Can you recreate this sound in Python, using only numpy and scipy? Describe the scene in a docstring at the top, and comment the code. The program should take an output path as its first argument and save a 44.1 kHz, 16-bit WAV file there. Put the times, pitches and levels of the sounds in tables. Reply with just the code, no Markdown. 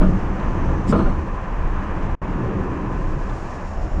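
"""Steel wheels roll on rails, heard inside a funicular carriage, and twice knock over a rail joint,
the second time after a short metallic swish and with two duller rebounds. Impacts set the bogie and
floor ringing; rough track drives the panels, so they rumble and drone, while the body sways and booms.
Behind this the window frame ticks, a cooling unit beside the line hisses past and electronics whine
faintly. Halfway through, the sound drops out for an instant."""
import sys
import numpy as np
from scipy import signal
from scipy.fft import rfft, irfft
from scipy.io import wavfile
from scipy.ndimage import uniform_filter1d

SR = 44100
rng = np.random.default_rng(int(sys.argv[2]) if len(sys.argv) > 2 else 0)


def file_out(sig):
    """Save sig as 16-bit WAV at sys.argv[1]."""
    # one column per channel
    cols = np.atleast_2d(sig).T
    # limit, then scale
    lim = np.clip(cols, -1, 1)
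    pcm = np.round(lim * 32767).astype(np.int16)
    wavfile.write(sys.argv[1], SR, pcm)


N = 176400
T = np.arange(N) / SR


def from_db(db):
    """Amplitude ratio: a factor of ten per 20 dB."""
    return 10 ** (np.asarray(db) / 20)


def rms_one(x):
    """Normalisation to unit rms."""
    return x / np.sqrt(np.mean(x ** 2) + 1e-20)


def level(rows):
    """Amplitude envelope, interpolated in decibels."""
    return from_db(np.interp(T, *np.transpose(rows)))


def drift(rate_hz):
    """Random modulation: low-passed noise of unit rms."""
    r = np.exp(-80 * np.pi * rate_hz / SR)
    slow = signal.lfilter([1], [1, -2 * r, r * r], rng.standard_normal(N // 40 + 2002))[2000:]
    return np.interp(np.arange(N) / 40, np.arange(len(slow)), rms_one(slow))


def noise(spectrum):
    """Spectral shaping: coloured noise of unit rms."""
    hz, db = np.transpose(spectrum)
    f = np.maximum(np.arange(N // 2 + 1) * SR / N, 1)
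    skirts = np.minimum(f / hz[0], 1) ** 2 * np.minimum(hz[-1] / f, 1) ** 2
    colour = from_db(np.interp(np.log(f), np.log(hz), db))
    return rms_one(irfft(rfft(rng.standard_normal(N)) * skirts * colour, N))


def shaken(modes):
    """Random excitation: each resonance passes a band of noise."""
    out = 0
    for hz, width, db in modes:
        band = signal.butter(2, [max(hz - width / 2, 10), hz + width / 2], "band", fs=SR, output="sos")
        response = signal.sosfilt(band, rng.standard_normal(N + SR))[SR:]
        out = out + from_db(db) * rms_one(response)
    return out


def evened(x, samples):
    """Division by the running rms removes slow swells."""
    return x / np.sqrt(uniform_filter1d(x ** 2, samples) + 1e-12)


def ring(clicks, hz, t60):
    """Damped oscillator: each impulse starts a decaying sine."""
    r, w = from_db(-60 / (t60 * SR)), 2 * np.pi * hz / SR
    return signal.lfilter([0, np.sin(w)], [1, -2 * r * np.cos(w), r * r], clicks + 1e-18)


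def burst(start, attack, t60, hold=0):
    """Transient envelope: linear rise, hold, exponential decay; times in s."""
    age = T - start
    return np.clip(age / attack, 0, 1) * np.exp(-np.log(1000) * np.maximum(age - attack - hold, 0) / t60)


# envelope of the hiss: t/s, level/dB
HISS_LEVEL = [(0, -58), (0.7, -59.5), (1.3, -62), (1.9, -61), (2.6, -62.5), (3.05, -59.5), (3.4, -56.5),
              (3.7, -58), (4, -61)]
# its spectrum: f/Hz, relative density/dB
HISS_SPECTRUM = [(2500, -7), (4200, -1), (5300, 0.5), (6100, 1), (7200, -1.5), (8000, -8.5), (9500, -14),
                 (11000, -29.5), (16000, -30.5)]


def hiss(flicker_db=1.0):
    """Broadband noise from outside swells as the cooling unit goes by."""
    return level(HISS_LEVEL) * noise(HISS_SPECTRUM) * from_db(flicker_db * drift(15))


# fan roar and airy rush at their nearest: f/Hz, bandwidth/Hz, level/dB
FAN_BANDS = [(660, 220, -39.5), (5440, 450, -64), (6940, 600, -66.5)]


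def cooling_unit(nearest_s=3.84, half_width_s=0.41):
    """Attenuation with distance: the fan is loudest at closest approach."""
    return shaken(FAN_BANDS) / (1 + ((T - nearest_s) / half_width_s) ** 2)


# ticks of the frame: t/s, level/dB
TICKS = [(0.398, -50), (3.296, -49)]
# their spectrum: f/Hz, relative density/dB
TICK_SPECTRUM = [(3300, -9), (3800, 2), (4400, -9), (5500, -9), (8000, -19), (11000, -36), (14000, -35)]


def window_ticks():
    """Heavily damped transients: the window frame ticks lightly."""
    envelope = sum(from_db(db) * burst(s, attack=0.001, t60=0.035) for s, db in TICKS)
    return envelope * noise(TICK_SPECTRUM)


# resonances of the sprung body and of the cabin: f/Hz, bandwidth/Hz, relative level/dB
SWAY_MODES = [(25.8, 15.4, 0), (35.8, 7.3, -6.5)]
BOOM_MODES = [(51.6, 8.7, -7), (75.5, 16.6, -0.5)]
# their envelopes: t/s, gain/dB
SWAY_LEVEL = [(0, -10.5), (0.33, -25.5), (0.62, -19.5), (0.8, -22.5), (1.15, -25.5), (1.4, -27.5),
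              (1.66, -18), (1.86, -27), (2.08, -20.5), (2.4, -27.5), (2.8, -30.5), (3.1, -19.5),
              (3.35, -27), (3.56, -34), (3.9, -21)]
BOOM_LEVEL = [(0, -29), (0.5, -29.5), (1.05, -24.5), (1.35, -31), (1.65, -32), (2.1, -30.5), (2.6, -29),
              (3.1, -33), (3.5, -34.5), (3.9, -31)]


def body(lurch_s=1.043, lurch_hz=25):
    """Mass-spring resonance: the body sways and lurches after the second joint; the cabin booms."""
    swing = np.sin(2 * np.pi * lurch_hz * (T - lurch_s))
    lurch = from_db(-8) * burst(lurch_s, attack=0.006, t60=0.71) * swing
    sway = level(SWAY_LEVEL) * evened(shaken(SWAY_MODES), samples=9000)
    return sway + lurch + level(BOOM_LEVEL) * shaken(BOOM_MODES)


# floor and wall resonances: f/Hz, bandwidth/Hz, relative level/dB
PANEL_MODES = [(138.3, 40, -11), (190.5, 23.3, -8.5), (278.4, 16, -16.5), (319.9, 25, -12),
               (371.8, 18.3, -18), (534.3, 37, -22.5)]
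# broadband rumble: f/Hz, relative density/dB
RUMBLE_SPECTRUM = [(30, -21.5), (70, -5.5), (110, 3), (220, -4), (400, -8.5), (600, -15), (1000, -26.5),
                   (2000, -50.5)]
# envelope of both: t/s, gain/dB
RUMBLE_LEVEL = [(0, -23), (0.35, -27.5), (0.65, -23.5), (1.15, -29), (1.45, -32), (1.85, -29.5),
                (2.25, -28.2), (2.5, -24), (2.85, -27.5), (3.1, -29), (3.35, -32), (3.65, -36), (4, -30.5)]


def panel_rumble(uneven_db=0.53):
    """Forced vibration: rough track shakes the floor and wall panels."""
    panels = shaken(PANEL_MODES) + from_db(-1) * noise(RUMBLE_SPECTRUM)
    return level(RUMBLE_LEVEL) * panels * from_db(uneven_db * drift(25))


# floor resonances: f/Hz, bandwidth/Hz, relative level/dB
DRONE_MODES = [(110, 24, -3), (157, 48, 0), (376.5, 17, -2), (455, 40, -10), (533, 22, -10)]


def floor_drone():
    """Resonant response: a rough stretch of rail makes the floor drone, then fade."""
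    envelope = from_db(-29) * burst(2.29, attack=0.13, hold=0.082, t60=2.4)
    return envelope * evened(shaken(DRONE_MODES), samples=6000)


# resonances of wheels and rail: f/Hz, bandwidth/Hz, relative level/dB
WHEEL_MODES = [(1018, 146, -4), (1022.2, 22, -8), (1187, 61, -12.5), (1513, 22, -18), (1702, 120, -14.5),
               (2460, 290, -21)]
RAIL_MODES = [(6050, 500, -3)]
# broadband roar: f/Hz, relative density/dB
ROAR_SPECTRUM = [(200, -20.5), (450, -1.5), (620, -2.5), (850, 1.5), (1200, -1.5), (1450, -6.5), (1800, -7),
                 (2100, -13.5), (2800, -17.5), (3600, -30), (5000, -41), (9000, -73.5)]
# envelopes of the three: t/s, gain/dB
WHEEL_LEVEL = [(0, -46), (0.65, -35.5), (1.3, -37.5), (2.1, -38), (2.8, -35), (3.35, -38.5), (3.65, -39.5),
               (3.9, -53)]
RAIL_LEVEL = [(0, -70), (.7, -59.5), (1.4, -68.5), (2.3, -72.5), (4, -73)]
ROAR_LEVEL = [(0, -34), (0.65, -33), (1.25, -36.5), (1.8, -33.5), (2.5, -35), (3.1, -37), (3.55, -37),
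              (3.8, -38), (4, -39)]


def rolling(uneven_db=0.6):
    """Rolling noise: steel wheels ring and roar on the rails, which sing faintly."""
    wheels = level(WHEEL_LEVEL) * shaken(WHEEL_MODES) + level(ROAR_LEVEL) * noise(ROAR_SPECTRUM)
    return wheels * from_db(uneven_db * drift(10)) + level(RAIL_LEVEL) * shaken(RAIL_MODES)


# scrape of steel: f/Hz, relative density/dB
SWISH_SPECTRUM = [(2000, 7), (4200, -5), (5000, 4.5), (6300, -7), (7400, 3.5), (8600, -5), (10000, -13),
                  (11500, -40), (13500, -20), (16000, -33)]
# heave of the floor: f/Hz, bandwidth/Hz, relative level/dB
HEAVE_MODES = [(94, 33, -10), (210, 134, -7)]


def swish():
    """Friction noise: steel brushes steel, and the floor heaves as the wheel climbs onto the joint."""
    scrape = from_db(-41) * noise(SWISH_SPECTRUM)
    heave = from_db(-17.5) * evened(shaken(HEAVE_MODES), samples=2000)
    return burst(0.866, attack=0.027, hold=0.021, t60=0.065) * (scrape + heave)


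# knocks at the joints: t/s, strength/dB, low thump gain/dB, steel ring gain/dB, cutoff f/Hz
KNOCKS = [(0.010, -3.5, 6, -13, 1400), (0.919, -0.5, -2, -0.5, 2200), (0.985, -8, -9, -21, 900),
          (1.052, -13.5, -3, -11, 1100)]
# the blow and rattle within a knock: delay t/s, relative level/dB
CONTACTS = [(0, -7.5), (.006, -1), (0.017, -0.5), (.032, -0.5)]
# modes of bogie and floor: f/Hz, relative level/dB, T60/s
BOGIE_MODES = [(25, -28.5, 0.72), (81.9, -26, 0.39), (184.9, -21.5, 0.41), (222, -21, 0.064),
               (320.5, -26, 0.27), (477, -29, 0.16), (585, -24.5, 0.12), (655, -25, 0.14),
               (1050, -24.5, 0.063), (1221, -27, 0.27), (1344, -27.5, .1), (1420, -32.5, 0.12),
               (2226, -35.5, 0.091)]
# diffuse clatter of the carriage: f/Hz, relative density/dB
CLATTER_SPECTRUM = [(60, -14.5), (200, 10), (620, -3), (850, -9.5), (1350, -6.5), (1900, -26),
                    (3000, -28.5), (4500, -41), (8000, -52), (11000, -73)]
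# steel ringing on after the blow: f/Hz, bandwidth/Hz, relative level/dB
STEEL_MODES = [(4250, 300, -54.5), (4020, 900, -55), (8300, 700, -62), (12550, 400, -83.5)]


def joint_knocks(jitter_s=0.00151, scatter_db=4, thump_below_hz=200, floor_cut_hz=3100, rattle_db=2.5):
    """Impact excitation: runs of soft contacts ring the bogie's modes; clatter and steel ring decay."""
    contacts = [(s + delay, db + loss, thump, cutoff)
                for s, db, thump, _, cutoff in KNOCKS for delay, loss in CONTACTS]
    times, contact_db, thump_db, cutoff_hz = np.transpose(contacts)
    times = times + jitter_s * rng.uniform(-0.98, 1, len(times))
    onsets = np.clip(times * SR, 0, N - 1).astype(int)
    thud = clatter = steel = 0
    for hz, mode_db, t60 in BOGIE_MODES:
        scatter = scatter_db * rng.standard_normal(len(times))
        strength = from_db(contact_db + mode_db + scatter + thump_db * (hz < thump_below_hz))
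        clicks = np.zeros(N)
        clicks[onsets] = strength / np.sqrt(1 + (hz / cutoff_hz) ** 4)  # soft contact is a low-pass
        thud = ring(clicks, hz, t60) - thud  # neighbouring modes swing in opposite senses
    thud = signal.sosfilt(signal.butter(2, floor_cut_hz, fs=SR, output="sos"), thud)
    for s, db, _, steel_db, _ in KNOCKS:
        clatter += from_db(db - 12.5) * burst(s, attack=0.0079, t60=0.26)
        steel += from_db(steel_db) * burst(s + 0.03, attack=0.012, t60=0.45)
    clatter *= noise(CLATTER_SPECTRUM)
    steel *= shaken(STEEL_MODES) * from_db(rattle_db * drift(40))
    return thud + clatter + steel


def scene():
    """Superposition: all sources add at the window, in one channel."""
    carriage = body() + panel_rumble() + floor_drone() + rolling()
    return (carriage + hiss() + cooling_unit() + joint_knocks() + swish() + window_ticks())[None]


# whine of the electronics: f/Hz, level/dB
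WHINE = [(10960, -93.5), (12866, -93), (15735, -95)]


def record(dry, flutter_db=1.5, dropout_s=(2.151, 2.217), dropout_db=-33.5, cutoff_hz=15800):
    """Gating and band limiting: a faint whine joins, the level drops briefly, the top is cut."""
    whine = sum(np.sqrt(2) * from_db(db + flutter_db * drift(12)) * np.sin(2 * np.pi * hz * T)
                for hz, db in WHINE)
    gap = uniform_filter1d(((T > dropout_s[0]) & (T < dropout_s[1])) * 1.0, size=40)
    heard = (dry + whine) * (1 - gap + gap * from_db(dropout_db))
    return signal.sosfilt(signal.ellip(12, 0.1, 80, cutoff_hz, fs=SR, output="sos"), heard)


dry = scene()
out = record(dry)
file_out(out)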